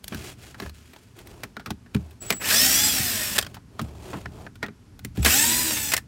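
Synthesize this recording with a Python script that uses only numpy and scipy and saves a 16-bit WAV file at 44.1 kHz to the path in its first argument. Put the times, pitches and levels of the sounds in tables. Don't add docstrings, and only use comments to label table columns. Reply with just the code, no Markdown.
import sys
import numpy as np
from scipy import signal
from scipy.fft import rfft, irfft
from scipy.io import wavfile
from scipy.ndimage import uniform_filter1d

SR = 44100
rng = np.random.default_rng(int(sys.argv[2]) if len(sys.argv) > 2 else 0)


def unload_audio(sound):
    columns = np.transpose(np.atleast_2d(sound))
    steps = np.round(np.clip(columns, -1, 1) * 32767)
    wavfile.write(sys.argv[1], SR, steps.astype(np.int16))


N = 267819
TIME = np.arange(N) / SR


def gain(db):
    return 10 ** (np.asarray(db) / 20)


def unit_rms(x):
    return x / np.sqrt(np.mean(x ** 2) + 1e-20)


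def spectrum_db(points, hz):
    point_hz, level_db = np.transpose(points)
    return np.interp(np.log(hz + 1), np.log(point_hz + 1), level_db)


def resonance_db(modes, hz):
    return sum(db / (1 + (2 * (hz - centre_hz) / width_hz) ** 2) for centre_hz, width_hz, db in modes)


def filtered(x, db_at):
    return irfft(rfft(x) * gain(db_at(np.fft.rfftfreq(len(x), 1 / SR))), len(x))


def noise(spectrum):
    return unit_rms(filtered(rng.standard_normal(N), lambda f: spectrum_db(spectrum, f)))


def wander(size, hz):
    drift = filtered(rng.standard_normal(size + SR), lambda f: -20 * np.log10(1 + (f / hz) ** 2))
    return unit_rms(drift)[:size]


def add(mix, start_s, sound):
    part = mix[max(round(start_s * SR), 0):][:len(sound)]
    part += sound[:len(part)]


# freq_hz, density_db
RUMBLE = [(15, -50.5), (25, -15), (39, 2), (92, 2), (115, 3.5), (135, -4), (194, -5), (244, -11),
          (300, -9.5), (390, -31), (660, -120)]
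# freq_hz, density_db
CABIN_AIR = [(150, -32), (250, -3), (282, -16.5), (407, -13.5), (566, -24.5), (906, -22.5), (3910, -32.5),
             (4990, -31), (11900, -39.5), (16000, -53.5)]


def background(rest_db=-50.5, held_db=-59, sway_db=3.2, air_db=-59, held_from_s=1.45, held_to_s=4.7):
    held = uniform_filter1d(1. * (TIME > held_from_s) * (TIME < held_to_s), size=4000)
    level = (gain(rest_db) + gain(held_db) * held) * gain(sway_db * wander(N, 1.3))
    return noise(RUMBLE) * level + noise(CABIN_AIR) * gain(air_db)


# freq_hz, density_db
FIBRE_HISS = [(710, -55), (1200, -3.5), (2000, -3.5), (2530, -2.5), (3590, -7.5), (4960, -7.5), (6160, -9),
              (6950, -7.5), (16000, -18)]
BRUSHING = [(140, -11), (230, -7), (379, 2), (491, -8), (686, -4.5), (1240, -15), (1800, -30), (2340, -51),
            (3960, -120)]
# centre_hz, width_hz, boost_db
TRIM_MODES = [(2620, 290, 1.5), (3280, 190, 4.5), (3970, 260, 2), (4730, 89, 4)]
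# start_s, peak_s, end_s, hiss_db, brush_db
STROKES = [(0.038, 0.277, 0.36, -42, -46), (0.332, 0.47, 0.57, -49.5, -53),
           (0.54, 0.642, 0.72, -48.5, -45.5), (0.71, .77, 1.32, -58, -70), (1.149, 1.197, 1.25, -52, -47.5),
           (1.222, 1.28, 1.59, -56, -50), (1.84, 2.063, 2.22, -61, -54.5),
           (2.205, 2.233, 2.445, -44.5, -46.5), (3.406, 3.463, 3.63, -58.5, -52.5),
           (3.662, 3.872, 4.06, -57.5, -48.5), (3.933, 4.11, 4.34, -50.5, -44.5),
           (4.256, 4.408, 4.52, -57, -46), (5.139, 5.176, 5.36, -47.5, -48.5)]


def rubbing(catch_db=1.9, fibre_db=3.0, rumble_db=-4):
    hiss_level, brush_level = np.zeros((2, N))
    for start_s, peak_s, end_s, hiss_db, brush_db in STROKES:
        swell = np.sin(np.pi / 2 * np.interp(TIME, [start_s, peak_s, end_s], [0, 1, 0])) ** 1.7
        hiss_level += swell * gain(hiss_db)
        brush_level += swell * gain(brush_db)
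    fibres = noise(FIBRE_HISS) * gain(fibre_db * wander(N, 1500))
    scratch = unit_rms(filtered(fibres, lambda f: resonance_db(TRIM_MODES, f)))
    body = noise(BRUSHING) + gain(rumble_db) * noise(RUMBLE)
    return (hiss_level * scratch + brush_level * body) * gain(catch_db * wander(N, 53))


# pitch_hz, level_db, t60_s
PAN_MODES = [(76, 1, 0.62), (86.5, -9.5, 0.38), (114, 1, .13), (136.8, -1.5, 0.15), (176.8, -7.5, 0.21),
             (210.8, 2, 0.11), (245.8, -0.5, 0.065), (290, -4.5, 0.13), (338, -3.5, 0.069),
             (394.5, -1, 0.096)]
# start_s, peak_db, push_hz
BUMPS = [(.121, -25, 257), (.144, -25, 172), (.622, -30, 380), (.647, -30.5, 99), (1.681, -30, 200),
         (1.708, -22, 222), (1.949, -10.5, 191), (2.996, -21.5, 159), (3.389, -33, 300),
         (3.815, -21.5, 160), (4.142, -22, 216), (4.263, -30.5, 171), (4.686, -30, 248), (5.05, -24.5, 181),
         (5.178, -18.5, 189), (5.194, -14.5, 96), (5.21, -22, 87)]


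def floor_bumps(pushes, log_spread=0.49, rise_s=0.002):
    t, out = np.arange(SR // 3) / SR, np.zeros(N)
    mode_hz, mode_db, t60_s = np.transpose(PAN_MODES)[:, :, None]
    for start_s, peak_db, push_hz in pushes:
        detune, phase = rng.standard_normal((2, len(PAN_MODES), 1))
        share = np.exp(-.5 * (np.log(mode_hz / push_hz) / log_spread) ** 2)
        waves = np.sin(2 * np.pi * mode_hz * (1 + 0.045 * detune) * t + 0.8 * phase)
        ring = (share * gain(mode_db - 60 * t / t60_s) * waves).sum(0) * (1 - np.exp(-t / rise_s))
        add(out, start_s, gain(peak_db) * ring / abs(ring).max())
    return out


def strikes(contacts, modes, band_dbs, rise_s, crack_db, ring_db, ring_width_hz, tail_db, tail_t60_s):
    pad_s, lead_in_s, lead_in_db, crack_t60_s = .02, .005, -23.5, .0039
    clock, out = np.arange(SR // 5) / SR - pad_s, np.zeros(N)
    t = np.maximum(clock, 0)
    lead_in = gain(lead_in_db) * np.exp(-abs(clock) / lead_in_s)
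    attack = 1 - np.exp(-t / rise_s)
    crack = gain(crack_db - 60 * t / crack_t60_s)
    tail = gain(tail_db - 60 * t / tail_t60_s)
    # low_hz, high_hz, t60_factor, hardness_sign
    bands = [(398, 1780, 1.77, -1), (1776, 4770, 1.13, 0), (4800, 17800, 0.99, 1)]
    for start_s, strength_db, hardness_db, t60_s, ring_hz in contacts:
        resonator = signal.iirpeak(ring_hz, ring_hz / ring_width_hz, fs=SR)
        for (low_hz, high_hz, t60_factor, hardness_sign), band_db in zip(bands, band_dbs):
            def colour_db(f):
                rolloff = (1 + (low_hz / (f + 1)) ** 6) * (1 + (f / high_hz) ** 8)
                return resonance_db(modes, f) - 10 * np.log10(rolloff)

            decay = gain(-60 * t / (t60_s * t60_factor)) + crack + tail
            burst = filtered(rng.standard_normal(len(t)), colour_db) * (lead_in + decay * attack)
            ring = gain(ring_db) * signal.lfilter(*resonator, burst)
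            level = gain(strength_db + hardness_sign * hardness_db + band_db)
            add(out, start_s - pad_s, level * unit_rms(burst + ring))
    return out


# centre_hz, width_hz, boost_db
BRACKET_MODES = [(673, 43, 6.5), (1010, 120, -3.5), (1340, 120, -1), (1950, 170, 0.5), (2370, 54, 5),
                 (4430, 540, -1.5)]
# start_s, strength_db, hardness_db, t60_s, ring_hz
KNOCKS = [(.042, -38, 9, 0.0079, 3120), (.08, -36.5, 12, .018, 3340), (.123, -38.5, -5, 0.064, 3050),
          (.146, -35.5, 5, 0.022, 1600), (0.544, -44.5, -3, 0.031, 1670), (.6, -34, -1, 0.015, 4060),
          (.621, -38.5, -1, 0.073, 1670), (.661, -40.5, -1, 0.02, 1720), (.695, -44.5, 5, 0.016, 4220),
          (0.933, -45.5, 2, 0.041, 2020), (.962, -48, -0.5, 0.027, 910), (1.189, -45.5, 5, .038, 1680),
          (1.272, -46.5, 8, 0.017, 980), (1.434, -30.5, 2.5, 0.033, 2100), (1.567, -38, -5.5, 0.02, 1380),
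          (1.596, -43.5, -4, 0.053, 1480), (1.66, -34, -1, 0.057, 1270), (1.705, -30, 1.5, 0.026, 810),
          (1.861, -58, -6, .036, 1750), (1.947, -31, 0.5, 0.017, 2420), (1.964, -43.5, -1, .023, 3300),
          (2.109, -52, 6, .03, 3630), (2.304, -15.5, 4, 0.021, 2130), (2.324, -26.5, 3.5, 0.035, 2070),
          (3.543, -40.5, 4.5, 0.067, 1720), (3.568, -48.5, -8, 0.031, 930), (3.793, -31, -4.5, 0.031, 1220),
          (3.814, -40.5, 9, 0.043, 969), (4.131, -41, -11.5, 0.075, 1020), (4.258, -40, -9.5, 0.0096, 1760),
          (4.465, -45.5, -9.5, 0.021, 1734), (4.555, -49.5, 3, .035, 1445), (4.628, -29, -5.5, 0.05, 1900),
          (4.663, -42.5, 0, 0.016, 2440), (4.683, -48.5, -8, 0.032, 2030), (4.992, -45.5, 5.5, .019, 1440),
          (5.048, -33.5, 8.5, 0.02, 2000), (5.172, -40, 4, 0.033, 1730), (5.228, -30.5, 8, 0.061, 2600),
          (5.249, -17, 7, 0.012, 3600), (5.26, -13.5, 4, 0.054, 1730)]


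def plastic_knocks():
    return strikes(KNOCKS, BRACKET_MODES, band_dbs=(-15, -17, -24.5), rise_s=0.00054, crack_db=-6,
                   ring_db=5, ring_width_hz=240, tail_db=-27, tail_t60_s=0.16)


def knock_nudges(lag_s=0.00395, offset_db=-2.5, push_hz=275):
    return [(start_s + lag_s, strength_db - hardness_db + offset_db, push_hz)
            for start_s, strength_db, hardness_db, *_ in KNOCKS]


# centre_hz, width_hz, boost_db
HOUSING_MODES = [(1800, 180, 5.4), (2590, 390, 4.1), (3670, 620, 1), (5200, 750, 5.5), (7900, 1850, 6)]
# start_s, strength_db, hardness_db, t60_s, ring_hz
LOCK_CLATTER = [(3.381, -21.5, 2.5, 0.051, 1720), (3.386, -20.5, 3, 0.021, 3570),
                (3.412, -38, 5, .014, 4960), (3.425, -34, 1.5, .026, 3220), (3.446, -45.5, -2, .023, 4400),
                (3.465, -40.5, -3, 0.021, 3280), (5.918, -25, 4, 0.085, 2520),
                (5.936, -18.5, 2.5, 0.03, 1950), (5.942, -36, 4, 0.0067, 2080),
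                (5.966, -28, 5.5, 0.018, 2050), (5.976, -30, 2.5, 0.034, 1780)]
NUT_RATTLES = [(2.505, -23, -2, 0.11, 1680), (5.706, -30, -2, 0.061, 2150), (5.768, -31, 1, 0.077, 2280),
               (5.833, -39, 8, 0.039, 2600)]


def lock_and_nut_rattle():
    return strikes([*LOCK_CLATTER, *NUT_RATTLES], HOUSING_MODES, band_dbs=(-16, -12.5, -16.5),
                   rise_s=0.001, crack_db=-6.5, ring_db=9.5, ring_width_hz=110,
                   tail_db=-29, tail_t60_s=0.14)


def controller_whistle(shaft_hz, press_s, brake_s, pitch_hz=7790, level_db=-42.5, fade_shaft_hz=125):
    attack_s, waver_db, octave_db = 0.0034, 4.5, -14
    phase = 2 * np.pi * pitch_hz * TIME
    gate = np.clip((TIME - press_s) / attack_s, 0, 1) * (TIME < brake_s)
    fade = np.exp(-(shaft_hz / fade_shaft_hz) ** 2)
    level = gate * gain(level_db + waver_db * wander(N, 40)) * fade
    return np.sqrt(2) * level * (np.sin(phase) + gain(octave_db) * np.sin(2 * phase))


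CARRIER_RATIO = .243


def tooth_noise(turns, grit=0.23, bite=0.2, wear_db=-3, harmonics=260):
    size = len(turns)
    grains = rng.standard_normal(size) * np.exp(grit * wander(size, 2500))
    scrape = grains * (1 + bite * np.cos(2 * np.pi * turns))
    carrier_turns = (turns + 0.0037 * wander(size, 30)) * CARRIER_RATIO
    lines = rng.standard_normal(harmonics) * np.exp(2j * np.pi * rng.random(harmonics))
    roughness = irfft(np.r_[0, lines], 32 * harmonics)
    wear = np.interp(carrier_turns, np.arange(len(roughness)) / len(roughness), roughness, period=1)
    return unit_rms(unit_rms(scrape) + gain(wear_db) * unit_rms(wear))


def shaft_tones(orders, turns, slip_rad, flutter_db=4):
    out = np.zeros(len(turns))
    for order, level_db in orders:
        level = gain(level_db + flutter_db * wander(len(turns), 19))
        phase = 2 * np.pi * (order * turns + rng.random())
        out += level * np.sin(phase + slip_rad * np.sqrt(order) * wander(len(turns), 35))
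    return out


# shaft_order, level_db
MOTOR_TONES = [(1, -1), (3, 1.5), (5, -6), (6, -1), (9, -2), (10, -6), (12, -1), (15, -2), (18, -4),
               (20, -6), (21, 0), (24, -2), (27, 2), (30, -2), (33, -5), (36, -5), (39, -6)]
# shaft_order, level_db
GEAR_TONES = [(.73, -2), (2.49, -7), (7.48, -2), (10.82, -4), (12.45, 0), (14.93, -3), (17.44, -3),
              (19.93, -7), (21.64, 2), (22.42, -7), (24.95, -4), (27.4, -8)]
# centre_hz, width_hz, boost_db
GEARBOX_MODES = [(880, 260, 4.5), (3450, 400, 5), (5000, 400, 4), (5800, 600, 6), (7700, 900, 6.5)]


def whine(shaft_hz, turns, gear_db, motor_db=-17, load_db=2.5, load_hz_per_s=150, ref_shaft_hz=280):
    motor = gain(motor_db) * shaft_tones(MOTOR_TONES, turns, slip_rad=.17)
    load = np.tanh(np.gradient(shaft_hz) * SR / load_hz_per_s)
    mesh = gain(gear_db + load_db * load) * shaft_tones(GEAR_TONES, turns, slip_rad=.31)
    level = (shaft_hz / ref_shaft_hz) ** 1.25
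    return level * filtered(motor + mesh, lambda f: resonance_db(GEARBOX_MODES, f))


# freq_hz, gain_db
DRILL_COLOUR = [(29, -39.5), (50, -21), (91, 3), (152, -11.5), (234, 2.5), (345, -3), (783, -6), (1100, -7),
                (1780, -2), (4240, -7.5), (5020, -8), (7760, -7.5), (10900, -7), (14900, -2), (16000, -13)]
# time_s, treble_db, growl_db
RUN_LEVELS = [
    [(2.395, -51, -48), (2.419, -35, -37), (2.501, -21, -29.5), (2.605, -18, -30), (3.349, -30, -37.5),
     (3.378, -26, -26.5)],
    [(5.245, -12, -44), (5.253, -22, -24.5), (5.327, -18.5, -27.5), (5.911, -29.5, -40), (5.93, -41, -42)],
]


def drill(speed_curve, levels, gear_db, chatter_db=0.73, wobble_db=1, split_hz=3000, growl_boost_db=1):
    time_s, treble_db, growl_db = np.transpose(levels)
    t = np.arange(time_s[0], time_s[-1], 1 / SR)
    shaft_hz = np.interp(t, TIME, speed_curve)
    turns = np.cumsum(shaft_hz) / SR
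    drive = tooth_noise(turns) + whine(shaft_hz, turns, gear_db)
    drive *= gain(chatter_db * wander(len(t), 90) + wobble_db * np.sin(2 * np.pi * turns * CARRIER_RATIO))
    housed = filtered(drive, lambda f: spectrum_db(DRILL_COLOUR, f) + resonance_db(HOUSING_MODES, f))
    low = filtered(housed, lambda f: -20 * np.log10(1 + (f / split_hz) ** 6))
    treble = unit_rms(housed - low) * gain(np.interp(t, time_s, treble_db))
    growl = unit_rms(low) * gain(np.interp(t, time_s, growl_db) + growl_boost_db)
    return time_s[0], (treble + growl) * signal.windows.tukey(len(t), .012)


# press_s, start_s, spin_up_tau_s, brake_s, gear_db, shake_db
PULLS = [(2.204, 2.392, .096, 3.385, -15.5, -41), (5.22, 5.22, .086, 5.935, -21.5, -40.5)]
# time_s, shaft_hz
SPEED_DEMANDS = [
    [(2.75, 273), (2.84, 286), (2.89, 284), (2.95, 266), (3.05, 245), (3.17, 212), (3.3, 201), (3.39, 184)],
    [(5.63, 334), (5.72, 311), (5.9, 280), (5.94, 263)],
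]


def drill_runs(brake_tau_s=.03):
    out = np.zeros(N)
    for pull, demand, levels in zip(PULLS, SPEED_DEMANDS, RUN_LEVELS):
        press_s, start_s, spin_up_tau_s, brake_s, gear_db, shake_db = pull
        spin_up = 1 - np.exp(-np.maximum(TIME - start_s, 0) / spin_up_tau_s)
        braking = np.exp(-np.maximum(TIME - brake_s, 0) / brake_tau_s)
        shaft_hz = np.interp(TIME, *np.transpose(demand)) * spin_up * braking
        add(out, *drill(shaft_hz, levels, gear_db))
        out += controller_whistle(shaft_hz, press_s, brake_s)
        out += gain(shake_db) * noise(RUMBLE) * (shaft_hz / shaft_hz.max()) ** 2
    return out


def footwell(x, walls_db=-17, max_delay_s=.006, above_hz=1100, count=10):
    taps = np.zeros(SR // 50)
    for distance, polarity in rng.random((count, 2)):
        add(taps, max_delay_s * (.1 + .9 * distance), np.sign([polarity - .5]))
    echoes = signal.oaconvolve(x, taps / np.sqrt(count))[:N]
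    return x + gain(walls_db) * filtered(echoes, lambda f: -10 * np.log10(1 + (above_hz / (f + 1)) ** 4))


def scene():
    mix = background() + rubbing() + floor_bumps([*BUMPS, *knock_nudges()])
    mix += plastic_knocks() + lock_and_nut_rattle() + drill_runs()
    return np.tile(footwell(mix), (2, 1))


def record(dry, low_cut_hz=48, band_limit_hz=15950):
    thinned = signal.sosfilt(signal.butter(4, low_cut_hz, "high", fs=SR, output="sos"), dry)
    lowpass = signal.firwin(401, band_limit_hz, window=("kaiser", 9), fs=SR)
    return signal.oaconvolve(thinned, lowpass[None], "same")


dry = scene()
out = record(dry)
unload_audio(out)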